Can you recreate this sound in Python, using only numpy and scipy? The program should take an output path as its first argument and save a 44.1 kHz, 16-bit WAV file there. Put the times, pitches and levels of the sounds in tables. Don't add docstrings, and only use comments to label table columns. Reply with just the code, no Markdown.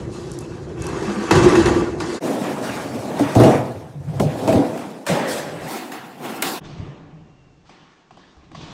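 import sys
import numpy as np
from scipy import signal
from scipy.io import wavfile
from scipy.ndimage import uniform_filter1d

SR = 44100
rng = np.random.default_rng(int(sys.argv[2]) if len(sys.argv) > 2 else 0)


def inscribe(sig):
    pcm = np.round(np.clip(np.atleast_2d(sig).T, -1, 1) * 32767)
    wavfile.write(sys.argv[1], SR, pcm.astype(np.int16))


def makeup_ratio(level_db):
    decades = np.asarray(level_db, float) / 20
    return 10 ** decades


N = 384986


def board(setting, top_hz, colour, rings, under_deck_db, crack_top_db, details):
    # low/Hz, high/Hz, blow length/s, direct blow/dB over its echoes
    parts = [(14.87, 167, 0.044, 28), (186.06, 860, 0.02, 26), (864, 3140, 0.0097, 28),
             (3180, 33000, 0.0062, 23.5)]
    # t/s, deck/dB, floor thud/dB over deck, trucks/dB over deck, crack/dB
    blows = [(1.025, -29.5, 3.5, -6, -30), (1.309, -7, -4, -11, 16.5), (1.352, -9.5, 1.5, -13, -28),
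             (1.43, -11.5, -2, -18, -20.5), (1.5528, -19.5, -28, -6.5, 3), (1.5938, -28, -12.5, -5, -11.5),
             (1.6571, -22.5, 6, -0.5, -20), (1.6866, -26, -7, -7, -8), (2.001, -37.5, 7, 7.5, -15),
             (3.192, -14, -6, -19.5, -35), (3.3498, -8.5, 0, -18.5, -16), (3.398, -8.5, 2.5, -19, -25),
             (3.434, -6.5, -5, -20, -35), (4.1965, -11, -3.5, -17, -29), (4.474, -11, -9, -18, -35),
             (4.5249, -12.5, -0.5, -18, -18), (4.7745, -48, -1, 8, -14), (5.0646, -28, -33, 0, -11),
             (5.086, -17, -7, -15, -30), (5.9172, -38, -20, 2, -28.5), (6.4215, -24, -14, 1, 6.5),
             (6.781, -39, 11, -12, -29), (7.692, -46.5, -24, -8.5, -20), (8.107, -50.5, -2, -8, -20),
             (8.17, -53.5, -30.5, -5.5, -19), (8.367, -61.5, -17, -7, -27), (8.5148, -43, -11, -15, -16.5),
             (8.5467, -40.5, -3.5, -5, -11)]
    blow_grit_db = -2.5
    scrape_wet = 0.26
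    crack_s, crack_rise_s = 0.0068, 0.0022

    start_s, end_s, fade_in_s, fade_out_s, slow, bumps_per_s, bump_share = setting
    t = np.arange(N) / SR
    out = np.zeros(N)
    in_setting = [row for row in blows if start_s <= row[0] < end_s]
    blow_s, deck_db, thud_db, trucks_db, crack_db = np.transpose(in_setting)
    blows_db = deck_db + [thud_db, 0 * blow_s, trucks_db, trucks_db + blow_grit_db]
    roll = rumble(t, under_deck_db)
    scrape = scraping(t, start_s, end_s)

    for k, (low_hz, high_hz, length_s, direct_db) in enumerate(parts):
        grain = wheels(bumps_per_s * 3 ** k, bump_share)
        tail = garage(slow, length_s * 1.33)
        rolling = np.sqrt(roll[k] ** 2 + (1 - scrape_wet) * scrape[k] ** 2) * grain
        direct = bursts(blow_s, blows_db[k] + direct_db, length_s, length_s)
        into_room = bursts(blow_s, blows_db[k], 1 / SR)
        into_room += np.sqrt(scrape_wet) * scrape[k] * grain / np.linalg.norm(tail)
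        echoes = signal.oaconvolve(into_room, tail)[:N]
        out += signal.oaconvolve(rolling + direct + echoes, body(colour, rings, low_hz, high_hz))[:N]
    out = patchy(out) + details

    cracks = bursts(blow_s, crack_db, crack_s, crack_rise_s)
    crack_body = body([(800, 0), (9000, crack_top_db)], rings + rings, 459, 20000)
    out += signal.oaconvolve(cracks, crack_body)[:N]

    out /= (1 + abs(out / .97) ** 4) ** .25
    lowpass = signal.firwin(301, top_hz, window=("kaiser", 9), fs=SR)
    out = signal.oaconvolve(out, lowpass, "same")
    fade = np.clip(np.minimum((t - start_s) / fade_in_s, (end_s - t) / fade_out_s), 0, 1)
    return out * np.sin(np.pi / 2 * fade) ** 2


def rumble(t, under_deck_db):
    # t/s, floor thud/dB, deck/dB
    roll_levels = [(0, -30, -29.5), (0.16, -36, -34.5), (0.75, -35.5, -33.5), (0.84, -30, -27),
                   (1.283, -42, -25), (1.498, -26, -16), (1.7, -21.5, -17.5), (1.982, -32.5, -27.5),
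                   (2.303, -51, -22), (2.8, -36, -30), (3.17, -39, -25.5), (3.33, -39, -27),
                   (3.55, -24, -26.5), (3.92, -42, -44), (3.99, -32.5, -46.5), (4.15, -26, -34.5),
                   (4.45, -36, -25), (4.85, -48, -31), (5.04, -59, -39), (5.2, -43, -61),
                   (5.659, -37.5, -33.5), (5.739, -53, -31), (6.17, -44, -44), (6.25, -42.5, -29.5),
                   (6.651, -42, -40.5), (7.549, -54, -58.5), (8.05, -67, -63), (8.38, -56, -58.5),
                   (8.73, -40, -44)]
    s, thud_db, deck_db = np.transpose(roll_levels)
    thud_db = np.interp(t, s, thud_db)
    deck_db = np.interp(t, s, deck_db)
    return makeup_ratio([thud_db, deck_db, deck_db + under_deck_db[0], deck_db + under_deck_db[1]])


def wheels(bumps_per_s, bump_share):
    size = makeup_ratio(3.3 * np.minimum(rng.exponential(1, N), 4)) * rng.choice([-1., 1.], N)
    bumps = evened(size * (rng.random(N) < bumps_per_s / SR))
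    grinding = rng.standard_normal(N)
    surge_db = 1.1 * evened(uniform_filter1d(rng.standard_normal(N), size=1200))
    return evened(makeup_ratio(surge_db) * (np.sqrt(1 - bump_share) * grinding + np.sqrt(bump_share) * bumps))


def scraping(t, start_s, end_s):
    # start/s, length before the stop/s, trucks/dB, grit/dB over trucks, drift by the end/dB
    scrapes = [(0.113, 0.66, -44, -1, -22), (0.778, 0.805, -40, -6.5, 8), (1.339, 0.45, -21.5, -10, -10),
               (2.019, 0.316, -42, -3, 16), (2.174, .2, -23, -7.5, 4.5), (2.423, 0.052, -34, -21, 2.5),
               (2.621, 0.21, -30, -7.5, -6.5), (3.155, 0.24, -30.5, -12.5, -3), (3.377, 0.14, -25, -11, -2),
               (5.068, 0.21, -32, -8.5, -7), (5.27, 0.11, -33, 3.5, -6), (5.671, 0.1, -34, -0.5, -6),
               (6.228, 0.154, -35, -11.5, -4.5), (6.44, 0.12, -39.5, 11, -10),
               (6.629, 0.356, -45, -3.5, -19), (7.646, 0.34, -57.5, -1, -10), (8.176, 0.29, -57.5, -6, -6),
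               (8.594, 0.23, -44.5, -1, -8)]
    rise_s, stop_s = 0.0225, 0.0676
    power = np.zeros((4, len(t)))
    for s, length_s, trucks_db, grit_db, drift_db in scrapes:
        if not start_s <= s + rise_s < end_s:
            continue
        u = t - s
        gate = np.clip(np.minimum(u / rise_s, 1 + (length_s - u) / stop_s), 0, 1)
        level_db = trucks_db + drift_db * np.clip(u / length_s, 0, 1)
        power[2:] += (gate * makeup_ratio(level_db + [[0], [grit_db]])) ** 2
    return np.sqrt(power)


def bursts(times_s, levels_db, length_s, rise_s=.0001, size=4000):
    t = np.arange(size) / SR
    out = np.zeros(N + size)
    for s, db, noise in zip(times_s, levels_db, rng.standard_normal((len(times_s), size))):
        push = noise * np.exp(-t / length_s * 2) * (1 - np.exp(-(t + 1 / SR) / rise_s))
        out[round(s * SR):][:size] += makeup_ratio(db) * push / np.linalg.norm(push)
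    return out[:N]


def garage(slow, swell_s, spacing=10):
    # f/Hz, t60/s before it is multiplied by slow
    decay = [(60, 0.14), (300, 0.83), (2000, 0.71), (5400, 0.36), (11000, 0.28)]
    taps = np.zeros(SR * 2)
    at = np.arange(0, len(taps), spacing)
    signs = rng.choice([-1., 1.], len(at))
    taps[at + rng.integers(0, spacing, len(at))] = signs * np.sqrt(spacing)
    hz, t, z = signal.stft(taps, SR, nperseg=512)
    f, t60_s = np.transpose(decay)
    fall_db = -60 * t / slow / np.interp(hz, f, t60_s)[:, None]
    tail = signal.istft(z * makeup_ratio(fall_db), SR, nperseg=512)[1]
    return tail * (1 - np.exp(-np.arange(len(tail)) / SR / swell_s))


def body(colour, rings, low_hz, high_hz, size=8192):
    hz = abs(np.fft.fftfreq(size, 1 / SR)) + 1
    f, db = np.transpose(colour)
    gain = makeup_ratio(np.interp(np.log(hz), np.log(f), db))
    for ring_hz, width_hz, ring_db in rings:
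        gain *= 1 + (makeup_ratio(ring_db) - 1) / (1 + (2 * (hz - ring_hz) / width_hz) ** 2)
    ripple = evened(uniform_filter1d(rng.standard_normal(size), size=9))
    mirrored = np.minimum(np.arange(size), size - np.arange(size))
    gain *= makeup_ratio(0.97 * ripple[mirrored])
    gain /= np.sqrt((1 + (low_hz / hz) ** 12) * (1 + (hz / high_hz) ** 12))
    log_gain = np.log(gain / gain.max() + 1e-5)
    taps = np.fft.ifft(np.exp(np.conj(signal.hilbert(log_gain)))).real[:size // 2]
    return taps / np.linalg.norm(taps)


def patchy(x):
    patch_db, full_hz = 2, 1500
    hz, _, z = signal.stft(x, SR, nperseg=512)
    patches = uniform_filter1d(rng.standard_normal(z.T.shape), size=7, axis=0)
    patches = evened(uniform_filter1d(patches, size=6, axis=1).T)
    wander_db = patch_db * np.minimum(hz / full_hz, 1)[:, None] * patches
    return signal.istft(z * makeup_ratio(wander_db), nperseg=512)[1][:N]


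def evened(x):
    return x / np.sqrt(np.mean(x ** 2) + 1e-20)


def thumps():
    # t/s, level/dB before swell and decay, f/Hz
    knocks = [(1.078, -9.5, 203), (1.165, -10, 208), (1.314, -3, 352), (1.378, 1.5, 343.5),
              (1.457, 4.5, 357), (1.521, 0.5, 361), (1.56, -2, 340), (1.652, -2.5, 360.4),
              (1.755, -6.5, 334), (3.205, 0, 285), (3.365, 3, 118.8), (3.401, -0.5, 368),
              (3.95, -18.5, 149.7), (4.083, -9.5, 155), (4.218, -13, 566), (4.238, -6, 150),
              (4.484, -3.5, 647.3), (4.586, -1.5, 281.5), (5.107, -10.5, 170.7), (5.277, -15.5, 513),
              (6.786, -18, 99), (6.88, -22, 140), (7.127, -29, 157), (7.205, -29.5, 159),
              (8.365, -36, 68.6)]
    rise_s, t60_s, pitch_law = 0.011, 0.14, 0.16
    t = np.arange(SR // 2) / SR
    out = np.zeros(N + SR)
    for (s, db, hz), phase_turns in zip(knocks, rng.random(len(knocks))):
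        u = t * (hz / 300) ** pitch_law
        envelope = (1 - np.exp(-u / rise_s)) * makeup_ratio(db - 60 * u / t60_s)
        out[round(s * SR):][:len(t)] += envelope * np.sin(2 * np.pi * (hz * t + phase_turns))
    return out[:N]


def ticks():
    # t/s, level/dB
    grit_snaps = [(0.3166, -13), (0.3884, -11), (0.8215, -11.5), (0.8679, -10.5), (1.4918, -11)]
    wall_s, wall_db = .018, -7
    s, db = np.transpose(grit_snaps)
    snaps = bursts(s, db, 0.0025) + bursts(s + wall_s, db + wall_db, 0.0265)
    return signal.oaconvolve(snaps, body([(5000, -19.5), (10000, -24.5)], [], 5800, 10500))[:N]


def whine():
    from_s, to_s, rms_db = 7.14, 7.68, -69
    start_hz, sink_hz_per_s = 2800, 200
    t = np.arange(N) / SR - from_s
    waver_hz = uniform_filter1d(rng.normal(0, 700, N), size=250)
    turns = np.cumsum(start_hz - sink_hz_per_s * t + waver_hz) / SR
    swell = np.sin(np.pi * np.clip(t / (to_s - from_s), 0, 1))
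    return makeup_ratio(rms_db) * np.sqrt(2) * swell * np.sin(2 * np.pi * turns)


def air():
    # f/Hz, relative level/dB
    hiss_colour = [(300, -4), (1730, -10.5), (6680, -17.5), (9000, -33), (11700, -51)]
    level_db = -64.5
    return makeup_ratio(level_db) * signal.oaconvolve(rng.standard_normal(N), body(hiss_colour, [], 250, 12930))[:N]


def scene():
    settings = [(-.1, 2.2, .05, .05, 0.61, 47, 0.25), (2.197, 5.06, 0.049, 0.0034, 0.74, 55, 0.05),
                (5.053, 5.682, 0.0025, 0.00195, 1.83, 72, 0.04),
                (5.677, 6.605, 0.0027, 0.026, 1.12, 170, 0.08), (6.598, 8.9, 0.021, 0.051, 1.86, 44, 0.15)]
    tops_hz = [11950, 15800, 15800, 15800, 8900]
    # f/Hz, relative level/dB
    colours = [
        [(30, -34), (62, -6.5), (130, -3), (290, -1.5), (355, 1), (666, -14), (1200, -24), (2300, -34.5),
         (6770, -36), (12400, -53.5)],
        [(30, -39), (114, 7), (183, -2.5), (286, -3.5), (662, -8), (1310, -20.5), (2000, -24.5), (3000, -28.5),
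         (9110, -33), (15800, -46)],
        [(30, -37), (156, -3.5), (318, -12.5), (612, -13.5), (1060, -12.5), (3000, -18.5), (8640, -22),
         (15800, -33.5)],
        [(30, -103), (98, -38), (251, -12), (645, -19), (755, -13), (1570, -20.5), (15800, -31)],
        [(30, 4), (155, 3.5), (484, -5.5), (1880, -16.5), (3320, -17), (6310, -25.5), (8800, -40)],
    ]
    # f/Hz, width/Hz, level/dB over the colour
    ring_sets = [
        [(346.6, 36.2, 6), (1880, 550, 2.5), (2647, 67, 6.5)],
        [(146.4, 25, 4), (279, 12, 2.5), (650, 52, 2)],
        [(146, 22.6, 5), (587, 130, 8), (1770, 520, 5.5)],
        [(268, 110, 4), (864, 450, 0.5)],
        [(159.6, 35, 10), (302.5, 110, 6), (730, 125, 4.5), (1080, 160, 4.5)],
    ]
    # trucks/dB over deck, grit/dB over deck
    under_deck = [(-14, -23), (-11, -18), (-5, -12), (-9, -12.5), (-12, -36.5)]
    # level/dB; the rail box cracks dullest, rolling over concrete brightest
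    crack_tops_db = [-35, -25.5, -12, -1, -28]
    details = ticks() + whine() + air() + thumps()
    rows = zip(settings, tops_hz, colours, ring_sets, under_deck, crack_tops_db)
    return sum(board(*row, details) for row in rows)[None]


def band_limit(x):
    return signal.sosfilt(signal.butter(12, 16820, fs=SR, output="sos"), x)


def record(dry):
    return band_limit(dry)


dry = scene()
out = record(dry)
inscribe(out)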